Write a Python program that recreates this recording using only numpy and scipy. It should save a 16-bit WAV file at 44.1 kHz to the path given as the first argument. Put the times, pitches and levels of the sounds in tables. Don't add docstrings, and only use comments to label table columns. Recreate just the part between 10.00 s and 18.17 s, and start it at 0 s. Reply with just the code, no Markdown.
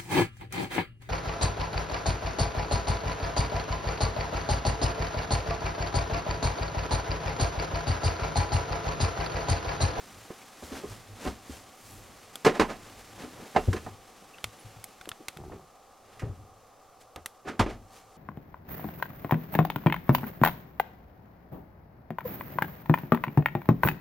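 import sys
import numpy as np
from scipy import signal
from scipy.fft import rfft, irfft, next_fast_len
from scipy.io import wavfile
from scipy.ndimage import map_coordinates

SR = 44100
rng = np.random.default_rng(int(sys.argv[2]) if len(sys.argv) > 2 else 0)


def store_wav(level_fs):
    pcm = np.round(np.clip(np.atleast_2d(level_fs), -1, 1) * 32767)
    wavfile.write(sys.argv[1], SR, pcm.T.astype(np.int16))


N = 360297

# start_s, level_db, panel_hz, tilt_db_per_oct, rebound_db, rebound_hz,
# rattle_db, box_db, box_hz, pan_db (left over right)
SLAMS = [(2.447, -19, 796, 3, -12.5, 467, -34, -37, 65, -.5),
         (2.5956, -15, 396, 1, -21, 900, -35, -31.5, 65, -1.5),
         (3.5608, -16, 716, -2.5, -42.5, 400, -61, -30, 80, -1.5),
         (7.593, -16, 990, 1, -25, 560, -39.5, -20, 100.5, 1)]
SLAM_RISE_S = 0.0029
# start_s, level_db, rise_s, panel_hz, tilt_db_per_oct
PATS = [(.716, -35, 0.012, 272, -24), (0.828, -35.5, 0.017, 400, -11.5), (1.246, -28, 0.024, 235, -4),
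        (1.494, -32.5, 0.0054, 235, -35), (3.207, -41.5, 0.038, 273, -5), (3.728, -32, 0.017, 394, -14),
        (3.756, -34, .012, 433, 2), (4.21, -53.5, 0.013, 220, -12), (7.447, -35, 0.045, 424, -1),
        (7.47, -35, 0.017, 1410, 2)]


def amp(db):
    return 10 ** (np.asarray(db) / 20)


def unit(x):
    return x / np.sqrt(np.mean(x ** 2) + 1e-20)


def along(points, hz):
    freqs_hz, values = np.transpose(points)
    return np.interp(np.log(hz + 1), np.log(freqs_hz + 1), values)


def octaves_above(hz, corner_hz):
    return np.log2(np.hypot(1, hz / corner_hz))


def wobble(rate_hz):
    knots = rng.standard_normal(int(N * rate_hz / SR) + 4)
    return map_coordinates(knots, [np.arange(N) * rate_hz / SR])


def resonance(hz, centre_hz, width_hz):
    return hz * width_hz / np.hypot(centre_hz ** 2 - hz ** 2, hz * width_hz)


def noise(gain, size, spread=1):
    likeness = [(100, 0.94), (700, 0.9), (2200, 0.97), (4500, 1), (8000, 0.65), (14000, 0.87)]
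    n_fft = next_fast_len(size)
    hz = np.fft.rfftfreq(n_fft, 1 / SR)
    angle = spread * np.arccos(np.clip(along(likeness, hz), 0, 1)) / 2
    phases = np.exp(2j * np.pi * rng.random((2, len(hz))))
    mid, side = irfft(phases * gain(hz) * [np.cos(angle), np.sin(angle)], n_fft)[:, :size]
    return unit(np.array([mid + side, mid - side]))


def sine(t, hz):
    return np.sin(2 * np.pi * (hz * t + rng.random()))


def strike(t, rise_s, t60_s):
    return np.minimum(t / rise_s, 1) ** 0.85 * amp(-60 * np.maximum(t - rise_s, 0) / t60_s)


def add(track, start_s, sound, pan_db=0):
    part = track[:, round(start_s * SR):][:, :sound.shape[-1]]
    part += (sound * amp([[pan_db / 2], [-pan_db / 2]]))[:, :part.shape[1]]


def filtered(x, gain):
    n_fft = next_fast_len(N + SR // 4)
    return irfft(rfft(x, n_fft) * gain(np.fft.rfftfreq(n_fft, 1 / SR)), n_fft)[:, :N]


def background(whirr_db=-58, air_db=-66, hiss_over_treble_db=3, grain_db=1):
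    whirr_bands = [(505, 230, -5), (765, 104, -1), (1174, 240, -5.5)]
    air_spectrum = [(20, 2.5), (150, -8), (400, -5), (1200, -19), (2000, -32), (6000, -15), (16000, -24.5)]  # freq_hz, density_db
    hiss_spectrum = [(40, -27), (140, 0.5), (260, 3.5), (500, -1.5), (1000, -2), (2200, -4), (4000, -7.5),
                     (7000, -8.5), (12000, -15), (16000, -22)]
    hiss_treble = [(0.0, -54), (1.5, -58.5), (3.77, -54.5), (4.0, -60), (4.71, -58), (5.75, -66),
                   (6.67, -68), (8.17, -69.5)]
    whirr = noise(lambda hz: sum(amp(db) * resonance(hz, centre_hz, width_hz) ** 2
                                 for centre_hz, width_hz, db in whirr_bands), N)
    air = noise(lambda hz: amp(along(air_spectrum, hz)), N, spread=2.9)
    hiss = noise(lambda hz: amp(along(hiss_spectrum, hz)), N) * unit(amp(grain_db * wobble(120)))
    hiss_db = hiss_over_treble_db + np.interp(np.arange(N) / SR, *np.transpose(hiss_treble))
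    return amp(whirr_db) * whirr + amp(air_db) * air + amp(hiss_db) * hiss


def cabin_echo(x):
    decay = [(100, 1), (1000, 0.065), (10000, 0.2)]  # freq_hz, t60_s
    hz, t, spectra = signal.stft(noise(np.ones_like, SR // 3), SR, nperseg=256)
    tail = signal.istft(spectra * amp(-60 * t / along(decay, hz)[:, None]), SR, nperseg=256)[1]
    return signal.fftconvolve(x, tail / np.linalg.norm(tail[0]), axes=1)[:, :N]


def foam_rumble(rise_s=0.052, t60_s=0.37, rest_db=-70.5, lump_db=3.5):
    spectrum = [(20, -15.5), (45, 2.5), (75, -5), (108, 8.5), (135, -10.5), (220, -6), (400, -12),
                (900, -44)]
    shifts = [(0, 0.15, -62), (.85, 0.16, -50.5), (1.076, .42, -54.5), (1.798, 0.31, -53), (2.694, .6, -61),
              (3.805, 0.14, -51), (5.37, 0.17, -46.5), (6.12, 0.25, -56), (7.483, 0.4, -60)]
    t = np.arange(N) / SR
    envelope = amp(rest_db)
    for start_s, length_s, level_db in shifts:
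        fall_db = 60 * np.maximum(t - start_s - length_s, 0) / t60_s
        envelope = envelope + np.clip((t - start_s) / rise_s, 0, 1) * amp(level_db - fall_db)
    rumble = noise(lambda hz: amp(along(spectrum, hz)), N)
    return envelope * rumble * unit(amp(lump_db * wobble(9.8)))


def cloth_strokes(grain_db=1.5):
    spectrum = [(60, -6), (220, 3.5), (500, 1), (1000, -1), (2200, -5.5), (4000, -8), (7000, -9.5),
                (12000, -16), (16000, -26)]
    strokes = [(.22, -53, .17, 0), (.66, -49, 0.039, 1.5), (0.767, -41.5, 0.044, -1.1),
               (0.918, -47.5, 0.043, 1), (1.259, -41, .05, -1), (1.534, -48.5, 0.063, 1),
               (1.911, -54.5, .098, 6), (2.863, -53.5, .06, -1), (2.999, -50.5, .018, .5),
               (3.217, -44, 0.032, -2), (3.412, -47, 0.059, -7), (3.659, -51, .13, 0),
               (6.14, -57, 0.067, -1.5), (7.018, -56, 0.012, 2), (7.966, -54, 0.044, 1)]
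    out = np.zeros((2, N))
    for peak_s, level_db, half_s, tilt in strokes:
        t = np.arange(-4 * half_s, 4 * half_s, 1 / SR)
        swish = noise(lambda hz: amp(along(spectrum, hz) + tilt * octaves_above(hz, 1000)), SR)
        envelope = amp(level_db) / np.cosh(t / half_s) ** 1.36
        add(out, peak_s + t[0], envelope[:SR] * swish[:, :len(t)])
    return out * unit(amp(grain_db * wobble(380)))


def squeaks(rise_s=0.008, t60_s=0.11, width_hz=250):
    chirps = [(.41, -57, 2300), (4.334, -52, 2640), (4.59, -56, 9900)]  # start_s, level_db, pitch_hz
    out, t = np.zeros((2, N)), np.arange(SR // 8) / SR
    for start_s, level_db, pitch_hz in chirps:
        band = noise(lambda hz: resonance(hz, pitch_hz, width_hz) ** 2, len(t))
        add(out, start_s, amp(level_db) * strike(t, rise_s, t60_s) * band)
    return out


def floor_creak(start_s=5.37, length_s=0.27, slip_hz=63, level_db=-50, rise_s=0.0017, low_cut_hz=55):
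    modes = [(74, 22, -6), (156, 53, -6), (380, 56, -5.5), (730, 310, -10.5)]
    jitter_s, scatter_db = 0.002, 2.6
    out, t = np.zeros((2, N)), np.arange(SR // 20) / SR
    slips_s = np.arange(start_s, start_s + length_s, 1 / slip_hz)
    for slip_s, (late, *strengths) in zip(slips_s, rng.standard_normal((40, 1 + len(modes)))):
        ring = 0
        for (hz, width_hz, db), strength in zip(modes, strengths):
            decay = width_hz * np.exp(-np.pi * width_hz * t)
            ring += amp(db + scatter_db * strength) * decay * np.sin(2 * np.pi * hz * t)
        slip = unit(ring * (1 - np.exp(-t / rise_s)))
        load = np.sin(np.pi * (0.47 + 0.45 * (slip_s - start_s) / length_s))
        add(out, slip_s + jitter_s * late, amp(level_db) * load * slip)
    return filtered(out, lambda hz: hz ** 2 / (hz ** 2 + low_cut_hz ** 2))


def fitting_clicks(t60_s=0.017, ring_db=-1, tail_db=-29, crest_db=8):
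    clicks = [(2.356, -23.5, 10.5, 3330), (4.384, -34.5, -7, 2930), (4.442, -15.5, 5, 2200),
              (4.8415, -24, 15, 2170), (5.012, -30, -1, 1480), (5.056, -35.5, 2, 1700),
              (5.0907, -22.5, 12, 3050), (5.1162, -23.5, -8, 1360), (5.2836, -16.5, 5.5, 2080),
              (5.3712, -31.5, 4.5, 1310), (7.1606, -28, 3.5, 1210), (7.2596, -19, 11.5, 1870)]
    spectrum = [(100, 4), (500, -6), (1200, 6), (2100, 3), (3600, 1.5), (5500, -6.5), (8500, -9.5),
                (12000, -13.5), (16000, -32)]
    modes = [(780, -9), (1250, -11), (2050, -8), (2750, -12), (3500, -6.5), (8300, -14.5), (11500, -24)]  # pitch_hz, level_db
    out, t = np.zeros((2, N)), np.arange(SR // 5) / SR
    for start_s, peak_db, tilt, ring_hz in clicks:
        treble_db = lambda hz: tilt * octaves_above(hz, 4000)
        snap = noise(lambda hz: amp(along(spectrum, hz) + treble_db(hz)), len(t))
        snap *= strike(t, 0.00018, t60_s) + amp(tail_db) * strike(t, rise_s=0.0062, t60_s=0.23)
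        ring = unit(sum(amp(db + treble_db(hz)) * sine(t, hz) for hz, db in [(ring_hz, 0), *modes]))
        ring *= amp(ring_db) * strike(t, 0.00016, 0.75 * t60_s)
        add(out, start_s, amp(peak_db - crest_db) * (snap + ring))
    return out


def swings(table_hz=74, table_db=-6.5, table_t60_s=0.19):
    landings = [(0.63, -44, 75.5), (1.273, -29.5, 64.5), (3.677, -15.5, 97), (3.867, -47, 96),
                (4.445, -43, 109), (4.645, -42, 108), (4.762, -44.5, 109), (6.226, -22.5, 106),
                (6.262, -28.5, 116), (6.292, -30.5, 94), (6.383, -44, 102), (7.162, -46.5, 83)]
    box_modes = [(.45, -7.5, 0.49), (0.999, 0.5, 0.14), (1.9, -7.5, 0.17)]  # pitch_ratio, level_db, t60_s
    for start_s, level_db, pitch_hz in landings:
        t60_s = 0.13 * amp(0.39 * max(-28 - level_db, 0))
        yield start_s, level_db, pitch_hz, t60_s
    for start_s, level_db, rise_s, panel_hz, _ in PATS:
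        loss_db = 20 * np.log10(1 + (panel_hz / 570) ** 2)
        yield start_s + rise_s / 2, level_db + table_db - loss_db, table_hz, table_t60_s
    for start_s, *_, box_db, box_hz, _ in SLAMS:
        for ratio, mode_db, t60_s in box_modes:
            yield start_s + SLAM_RISE_S, box_db + mode_db, ratio * box_hz, t60_s


def thuds(rise_s=0.009, boom_db=-10):
    out, t = np.zeros((2, N)), np.arange(SR // 2) / SR
    for start_s, level_db, pitch_hz, t60_s in swings():
        boom = noise(lambda hz: resonance(hz, 0.61 * pitch_hz, 1.94 * pitch_hz) ** 3, len(t), spread=0.6)
        swing = np.sin(2 * np.pi * pitch_hz * t) + amp(boom_db) * boom
        add(out, start_s, amp(level_db) * strike(t, rise_s, t60_s) * swing, pan_db=1)
    return out


def contacts(tap_rise_s=0.0018, rebound_delay_s=0.012, rattle_delay_s=0.085):
    taps = [(.3035, -36.5, 0.06, 378, -5), (.624, -42.5, .16, 586, -10), (1.274, -26.5, 0.045, 450, 1.5),
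            (3.548, -33, 0.18, 900, -6), (3.675, -28, 0.13, 483, -25), (3.729, -31, 0.082, 1480, 4.5),
            (3.863, -34, 0.11, 765, -4), (5.073, -35, 0.033, 324, -8), (5.199, -47.5, .14, 353, -16),
            (5.518, -38.5, 0.17, 400, -5), (6.194, -44.5, 0.15, 1930, 6), (6.22, -39, 0.37, 440, -5),
            (7.16, -38.5, 0.11, 686, -3), (7.661, -30, 0.19, 310, -2.5)]
    for start_s, level_db, panel_hz, tilt, rebound_db, rebound_hz, rattle_db, *_, pan_db in SLAMS:
        yield start_s, level_db, SLAM_RISE_S, 0.11, panel_hz, tilt, pan_db
        yield start_s + rebound_delay_s, rebound_db, 0.0067, 0.15, rebound_hz, -0.5, pan_db
        yield start_s + rattle_delay_s, rattle_db, 0.025, 0.22, 684, 1.7, pan_db
    for start_s, level_db, t60_s, panel_hz, tilt in taps:
        yield start_s, level_db, tap_rise_s, t60_s, panel_hz, tilt, 0
    for start_s, level_db, rise_s, panel_hz, tilt in PATS:
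        t60_s = 0.043 + 4.8 * rise_s
        yield start_s, level_db, rise_s, t60_s, panel_hz, tilt, 0


def panel_knocks(panel_db=7, width_ratio=0.27, ring_db=-6, scatter_db=1.5):
    spectrum = [(40, -20), (120, -6.5), (220, 3.5), (450, -3), (1000, -7.5), (2000, -9.5), (3500, -19),
                (6500, -26), (10000, -36), (16000, -50)]
    modes = [(236, -3, 0.27), (374, -3, 0.2), (435.6, 2.5, 0.15), (745.7, 0.5, 0.13), (900, -9, 0.16),
             (1044, 1.5, 0.12), (1240, 0, 0.13), (1392, -10.5, 0.17), (1720, -1.5, 0.09),
             (1850, -21, 0.085), (2260, -38, 0.085), (2410, -27, 0.1), (2750, -14, 0.22),
             (2900, -22, 0.053)]
    out, t = np.zeros((2, N)), np.arange(SR // 4) / SR
    for start_s, level_db, rise_s, t60_s, panel_hz, tilt, pan_db in contacts():
        panel = lambda hz: 1 + amp(panel_db) * resonance(hz, panel_hz, width_ratio * panel_hz) ** 2
        radiation = lambda hz: hz / np.hypot(hz, 0.14 * panel_hz)
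        colour = lambda hz: amp(tilt * octaves_above(hz, 700)) * panel(hz) * radiation(hz)
        shake = noise(lambda hz: amp(along(spectrum, hz)) * colour(hz), len(t), spread=0.83)
        blow = shake * strike(t, rise_s, t60_s)
        ring = 0
        for hz, mode_db, mode_t60_s in modes:
            gain = amp(mode_db + rng.normal(0, scatter_db)) * colour(hz) / np.sqrt(panel(hz))
            ring += gain * strike(t, rise_s, mode_t60_s) * sine(t, hz)
        add(out, start_s, amp(level_db) * (blow + amp(ring_db) * unit(ring) * np.std(blow)), pan_db)
    return out


def scene(echo_db=-23):
    lean = [(60, 1), (150, 1.5), (500, -1), (1200, -3), (4000, -1), (12000, 0)]
    blows = filtered(panel_knocks() + thuds(), lambda hz: amp(np.outer([0.5, -0.5], along(lean, hz))))
    impacts = blows + amp(echo_db) * cabin_echo(blows) + fitting_clicks()
    return impacts + floor_creak() + squeaks() + foam_rumble() + cloth_strokes() + background()


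def record(dry):
    return filtered(dry, lambda hz: hz < 16000)


dry = scene()
out = record(dry)
store_wav(out)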